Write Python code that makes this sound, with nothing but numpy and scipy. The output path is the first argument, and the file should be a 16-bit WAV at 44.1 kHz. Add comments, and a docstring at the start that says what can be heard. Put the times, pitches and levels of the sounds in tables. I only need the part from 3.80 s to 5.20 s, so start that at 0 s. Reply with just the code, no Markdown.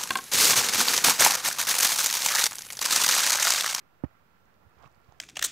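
"""A hand-held camera by a still mountain lake, heard at its left and right microphone ports, mostly the right.
Noise hiss, low air, a thin sine whine and a flickering rush of wind run throughout.
Near 0.24 s a finger knocks the casing: short forces ring the body modes under a crackle of noise.
Lumpy buffeting follows the gusts from 0.3 s; from 0.66 s bright noise ticks snap.
From 0.93 s the grip slides: slips ring the casing, with soft bumps and one short squeak near 1.06 s."""
import sys
import numpy as np
from scipy import signal
from scipy.fft import rfft, irfft
from scipy.io import wavfile

SR = 44100
rng = np.random.default_rng(int(sys.argv[2]) if len(sys.argv) > 2 else 0)


def to_wav(sig):
    """Store sig (one row per channel, or 1-D mono) as 16-bit WAV at the path in sys.argv[1].

    Samples outside -1..1 are clipped; the rate is SR.
    """
    pcm = np.clip(np.atleast_2d(sig), -1, 1) * 32767
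    pcm = np.round(pcm).astype(np.int16)
    wavfile.write(sys.argv[1], SR, pcm.T)  # frames by channels


N = 61739


def amp(db):
    """Decibels to linear gain."""
    return 10 ** (np.asarray(db) / 20)


def rms_one(x):
    """Scale a sound to an RMS of 1."""
    return x / np.sqrt(np.mean(x ** 2) + 1e-20)


def right(x, left_db):
    """Place a sound in the right port, with the left port at left_db relative to it."""
    return np.array([amp(left_db) * x, x])


def swell(start_s, length_s):
    """A half-sine bump of height 1."""
    progress = (np.arange(N) / SR - start_s) / length_s
    return np.sin(np.pi * np.clip(progress, 0, 1))


def level_curve(time_s, level_db):
    """Gain gliding in dB between points: practically silent before the first, held after the last."""
    return amp(np.interp(np.arange(N) / SR, time_s, level_db, left=-120))


def drift(rate_hz):
    """Slow random wander of RMS 1: white noise through a two-pole lowpass."""
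    r = np.exp(-2 * np.pi * rate_hz / SR)
    noise = rng.standard_normal(N + SR)
    # the first second lets the filter settle
    return rms_one(signal.lfilter([1], [1, -2 * r, r * r], noise)[SR:])


def coloured(spectrum, patchy_db=0, rate_hz=12):
    """Noise shaped to a spectrum in dB per Hz; patchy_db makes each octave flicker on its own."""
    hz = np.maximum(np.arange(N // 2 + 1) * SR / N, 1)
    points_hz, points_db = np.transpose(spectrum)
    curve_db = np.interp(np.log(hz), np.log(points_hz), points_db, left=-200, right=-200)
    # the root brings white noise to unit power per Hz
    shaped = rfft(rng.standard_normal(N)) * amp(curve_db) * np.sqrt(SR / 2)
    if not patchy_db:
        return irfft(shaped, N)
    octave = np.log2(hz / 30)
    out = np.zeros(N)
    for k in range(-1, 10):
        # triangular octave bands that overlap and add up to 1
        band = irfft(shaped * np.clip(1 - abs(octave - k), 0, 1), N)
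        out += amp(patchy_db * drift(rate_hz)) * band
    return out


def ring(clicks, hz, t60_s):
    """Two-pole resonator: a unit click starts a sine of height 1 that falls 60 dB in t60_s."""
    r = amp(-60 / (t60_s * SR))
    w = 2 * np.pi * hz / SR
    return signal.lfilter([0, np.sin(w)], [1, -2 * r * np.cos(w), r * r], clicks + 1e-18)


def push(start_s, size, contact_ms):
    """A half-sine contact force whose samples add up to size."""
    force = swell(start_s, contact_ms / 1000)
    return size * force / force.sum()


# modes of the camera body: pitch_hz [Hz], level_db [dB], t60_s [s]
BODY_MODES = [(85.7, -29.5, 0.093), (140.4, -4.5, 0.02), (292, -1.5, 0.013), (525, -19, 0.021),
              (624, -15.5, 0.051), (800, -14, 0.018), (1110, -28.5, 0.058), (1870, -45, 0.025)]


def body(force):
    """A force rings every mode of the camera body."""
    return sum(amp(level_db) * ring(force, pitch_hz, t60_s) for pitch_hz, level_db, t60_s in BODY_MODES)


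# hiss and distant air, independent in the two ports: pitch_hz [Hz], level_db_per_hz [dB per Hz]
HISS = [(20, -85.5), (45, -94), (100, -96.5), (180, -100), (300, -102), (1000, -106), (3000, -112),
        (5000, -117), (7000, -121), (9500, -124), (12000, -119.5), (14000, -117), (17000, -115)]
# low air sound common to both ports: pitch_hz [Hz], level_db_per_hz [dB per Hz]
SHARED_AIR = [(25, -108), (70, -99), (170, -96), (350, -108), (800, -125)]


def air():
    """Steady noise: a separate hiss for each port over one shared low air sound."""
    hiss = np.array([coloured(HISS), coloured(HISS)])
    return hiss + coloured(SHARED_AIR)


WHINE_HZ, WHINE_WANDER_HZ = 1365.5, 2.7
WHINE_DB = -72  # RMS


def whine():
    """A thin sine whose pitch wavers slightly at random."""
    hz = WHINE_HZ + WHINE_WANDER_HZ * drift(7.3)
    tone = np.sqrt(2) * np.sin(2 * np.pi * np.cumsum(hz) / SR)
    return right(amp(WHINE_DB) * tone, -42.5)


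# steady rush of air in the right port: pitch_hz [Hz], level_db_per_hz [dB per Hz]
RUSH = [(20, -83), (42, -78.5), (65, -90), (150, -92), (300, -97.5), (600, -94.5), (1000, -94.5),
        (1400, -95), (1900, -100), (2600, -105), (3200, -113), (5000, -119), (9000, -130)]
RUSH_PATCHY_DB = 2.05


def rush():
    """Wind noise in the right port only, each octave flickering around a constant level."""
    flow = coloured(RUSH, RUSH_PATCHY_DB)
    return np.array([np.zeros(N), flow])


# gust strength at the right port: time_s [s], level_db [dB]
GUSTS = [(.3, -74.5), (.45, -72), (.5, -69.5), (.55, -81), (.64, -65), (.68, -68), (.74, -75), (.81, -82),
         (.835, -56), (.875, -56), (.9, -82), (.955, -75), (.97, -57.5), (1.01, -62), (1.055, -51.5),
         (1.078, -68), (1.16, -78), (1.185, -65), (1.22, -75), (1.265, -69.5), (1.285, -57.5), (1.31, -67),
         (1.33, -68), (1.4, -62)]
# tone of the buffeting: pitch_hz [Hz], level_db [dB, relative]
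BUFFET_TONE = [(25, -17), (70, 5), (130, -1.5), (250, -15.5), (500, -19), (1000, -49)]
BUFFET_LUMPY_DB, BUFFET_LEFT_DB = 2, -14


def buffeting():
    """Lumpy low wind noise that follows the gusts, independent in each port and weaker at left."""
    gust = level_curve(*np.transpose(GUSTS))
    left_rumble, right_rumble = [
        gust * rms_one(coloured(BUFFET_TONE, BUFFET_LUMPY_DB, 18)) for _ in range(2)]
    return np.array([amp(BUFFET_LEFT_DB) * left_rumble, right_rumble])


# soft bumps of the grip: start_s [s], strength_db [dB], left_minus_right_db [dB]
BUMPS = [(0.968, -43, -26), (1.054, -35.5, -17), (1.0605, -52.5, 15), (1.175, -39, -39), (1.287, -36, -31)]
BUMP_CONTACT_MS = 4.3


def bumps():
    """Soft pushes of the hand ring the body modes."""
    out = np.zeros((2, N))
    for start_s, strength_db, left_minus_right_db in BUMPS:
        force = push(start_s, -amp(strength_db), BUMP_CONTACT_MS)
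        out += right(body(force), left_minus_right_db)
    return out


# ticks of the casing: start_s [s], peak_db [dB], centre_hz [Hz], low_ring_db [dB]
TICKS = [(0.656, -58.5, 6500, -84), (.742, -58, 4800, -84), (.896, -62, 7000, -82), (1.041, -62, 6000, -65),
         (1.076, -51.5, 5500, -50), (1.097, -60, 4960, -75), (1.117, -56, 5200, -84),
         (1.125, -58, 6400, -80), (1.147, -55, 4800, -94), (1.156, -58, 6500, -83), (1.216, -59, 4830, -81),
         (1.246, -54, 3930, -78), (1.296, -65, 5000, -75), (1.3231, -48.5, 4540, -37),
         (1.3848, -57, 5700, -79)]
TICK_T60_S, TICK_WIDTH_OCTAVES, TICK_LEFT_DB = .007, 1.0, -18
TICK_SNAP = 4  # height of the first push, in units of the noise's RMS at its start
TICK_RING_HZ, TICK_RING_T60_S = 820, 0.0089


def ticks():
    """A first push and dying noise pass a band filter; a click rings the casing lower down."""
    bursts, clicks = np.zeros(N + SR), np.zeros(N)
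    t = np.arange(SR // 50) / SR
    for start_s, peak_db, centre_hz, low_ring_db in TICKS:
        noise = rng.standard_normal(len(t)) * amp(-60 * t / TICK_T60_S)
        snap = TICK_SNAP * (t == 0)
        edges_hz = centre_hz * 2. ** (TICK_WIDTH_OCTAVES * np.array([-.5, .5]))
        edges_hz = np.clip(edges_hz, 10, .45 * SR)
        band = signal.butter(2, edges_hz, "band", fs=SR, output="sos")
        burst = signal.sosfilt(band, noise + snap)
        start = int(start_s * SR)
        bursts[start:][:len(t)] += amp(peak_db) * burst / abs(burst).max()
        clicks[start] = amp(low_ring_db)
    low_ring = ring(clicks, TICK_RING_HZ, TICK_RING_T60_S)
    return right(bursts[:N] + low_ring, TICK_LEFT_DB)


SQUEAK_PEAK_S, SQUEAK_HALF_LENGTH_S, SQUEAK_DB = 1.058, .007, -56
SQUEAK_HZ, SQUEAK_T60_S = 2600, .012


def squeak():
    """Noise through one narrow resonance, swelling briefly within the slide."""
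    tone = rms_one(ring(rng.standard_normal(N), SQUEAK_HZ, SQUEAK_T60_S))
    shape = swell(SQUEAK_PEAK_S - SQUEAK_HALF_LENGTH_S, 2 * SQUEAK_HALF_LENGTH_S)
    return amp(SQUEAK_DB) * shape * tone


# two strokes of the sliding grip, one list each: time_s [s], level_db [dB], favoured_hz [Hz]
SLIDE_STROKES = [
    [(.93, -64.5, 450), (.965, -60, 450), (1.0, -53, 485), (1.018, -54, 1530), (1.032, -48.5, 720),
     (1.046, -50.5, 1180), (1.055, -52, 2580), (1.063, -49, 1030), (1.076, -58.5, 1140), (1.086, -72, 1210)],
    [(1.24, -67, 596), (1.27, -62, 587), (1.298, -56.5, 800), (1.314, -60, 875), (1.34, -62, 990),
     (1.39, -65, 600)],
]
# resonances of the casing under a sliding finger: pitch_hz [Hz], level_db [dB, relative], t60_s [s]
SKIN_RESONANCES = [(450, -7, 0.028), (757, -2, 0.015), (1026, -6.5, 0.0067), (1150, 0, 0.015),
                   (1280, -5, 0.012), (1600, -8, 0.028), (2320, -10.5, 0.0039), (2880, -7, 0.002),
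                   (3800, -17, 0.0017), (5200, -10, 0.0013), (7000, -19.5, 0.0029)]
SLIPS_PER_S, SLIP_SPREAD_DB = 4000, 3
FAVOUR_DB, FAVOUR_OCTAVES = 9.5, 0.23
SLIDE_LEFT_DB = -24


def slide():
    """Dense uneven slips, each dealt to one resonance; the moving finger favours one region."""
    time_s, level_db, favoured_points_hz = np.transpose(SLIDE_STROKES[0] + SLIDE_STROKES[1])
    gain = level_curve(time_s, level_db)  # stays faintly open between the strokes
    favoured_hz = np.interp(np.arange(N) / SR, time_s, favoured_points_hz)

    happens = rng.random(N) < SLIPS_PER_S / SR
    size = amp(SLIP_SPREAD_DB * np.minimum(rng.exponential(1, N), 3))
    slips = happens * size * rng.choice([-1, 1], N)
    dealt = rng.integers(0, len(SKIN_RESONANCES), N)

    out = squeak()
    for k, (pitch_hz, skin_db, t60_s) in enumerate(SKIN_RESONANCES):
        near = np.exp(-(np.log2(pitch_hz / favoured_hz) / FAVOUR_OCTAVES) ** 2)
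        tone = rms_one(ring(slips * (dealt == k), pitch_hz, t60_s))
        out += gain * amp(skin_db + FAVOUR_DB * (near - 1)) * tone
    return right(out, SLIDE_LEFT_DB)


# tone of the crackle: pitch_hz [Hz], level_db [dB, relative]
CRACKLE_TONE = [(200, -5), (600, 5), (1500, -5.5), (2500, -13), (3500, -28.5), (5500, -34), (7700, -34.5),
                (9500, -48.5)]
CRACKLE_START_S, CRACKLE_LENGTH_S, CRACKLE_DB = .2362, 0.017, -39.5


def crackle():
    """Skin peels over the casing during the knock: a short swell of coloured noise."""
    shape = swell(CRACKLE_START_S, CRACKLE_LENGTH_S)
    return amp(CRACKLE_DB) * shape * rms_one(coloured(CRACKLE_TONE))


# contacts of the knock: start_s [s], strength_db [dB], direction [only its sign counts], contact_ms [ms]
KNOCK_CONTACTS = [(0.2375, -16, 1, 0.43), (0.2379, -10, -1, 1.96), (0.2406, -14, 1, 1.73),
                  (0.2434, -29.5, 1, 0.26), (.245, -24, 0.85, 0.17), (0.2481, -28, 1, 1.02),
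                  (.256, -26.5, 1, 4.6)]
KNOCK_LEFT_DB = -46


def knock():
    """A finger lands, presses and rebounds; its forces ring the body under the crackle."""
    force = np.zeros(N)
    for start_s, strength_db, direction, contact_ms in KNOCK_CONTACTS:
        force += push(start_s, np.sign(direction) * amp(strength_db), contact_ms)
    return right(crackle() + body(force), KNOCK_LEFT_DB)


def scene():
    """All sources summed at the two ports."""
    background = air() + whine() + rush() + buffeting()
    handling = bumps() + ticks() + slide() + knock()
    return background + handling


LOW_CUT_HZ, TREBLE_EDGE_HZ = 59.6, 15740
OFFSET = -.0004  # constant shift of both ports, full scale 1


def record(dry):
    """Cut the lowest bass, add a small constant offset, then cut the top steeply."""
    low_cut = signal.butter(4, LOW_CUT_HZ, "high", fs=SR, output="sos")
    top_cut = signal.ellip(14, .5, 70, TREBLE_EDGE_HZ, fs=SR, output="sos")
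    x = signal.sosfilt(low_cut, dry) + OFFSET
    return signal.sosfilt(top_cut, x)


dry = scene()
out = record(dry)
to_wav(out)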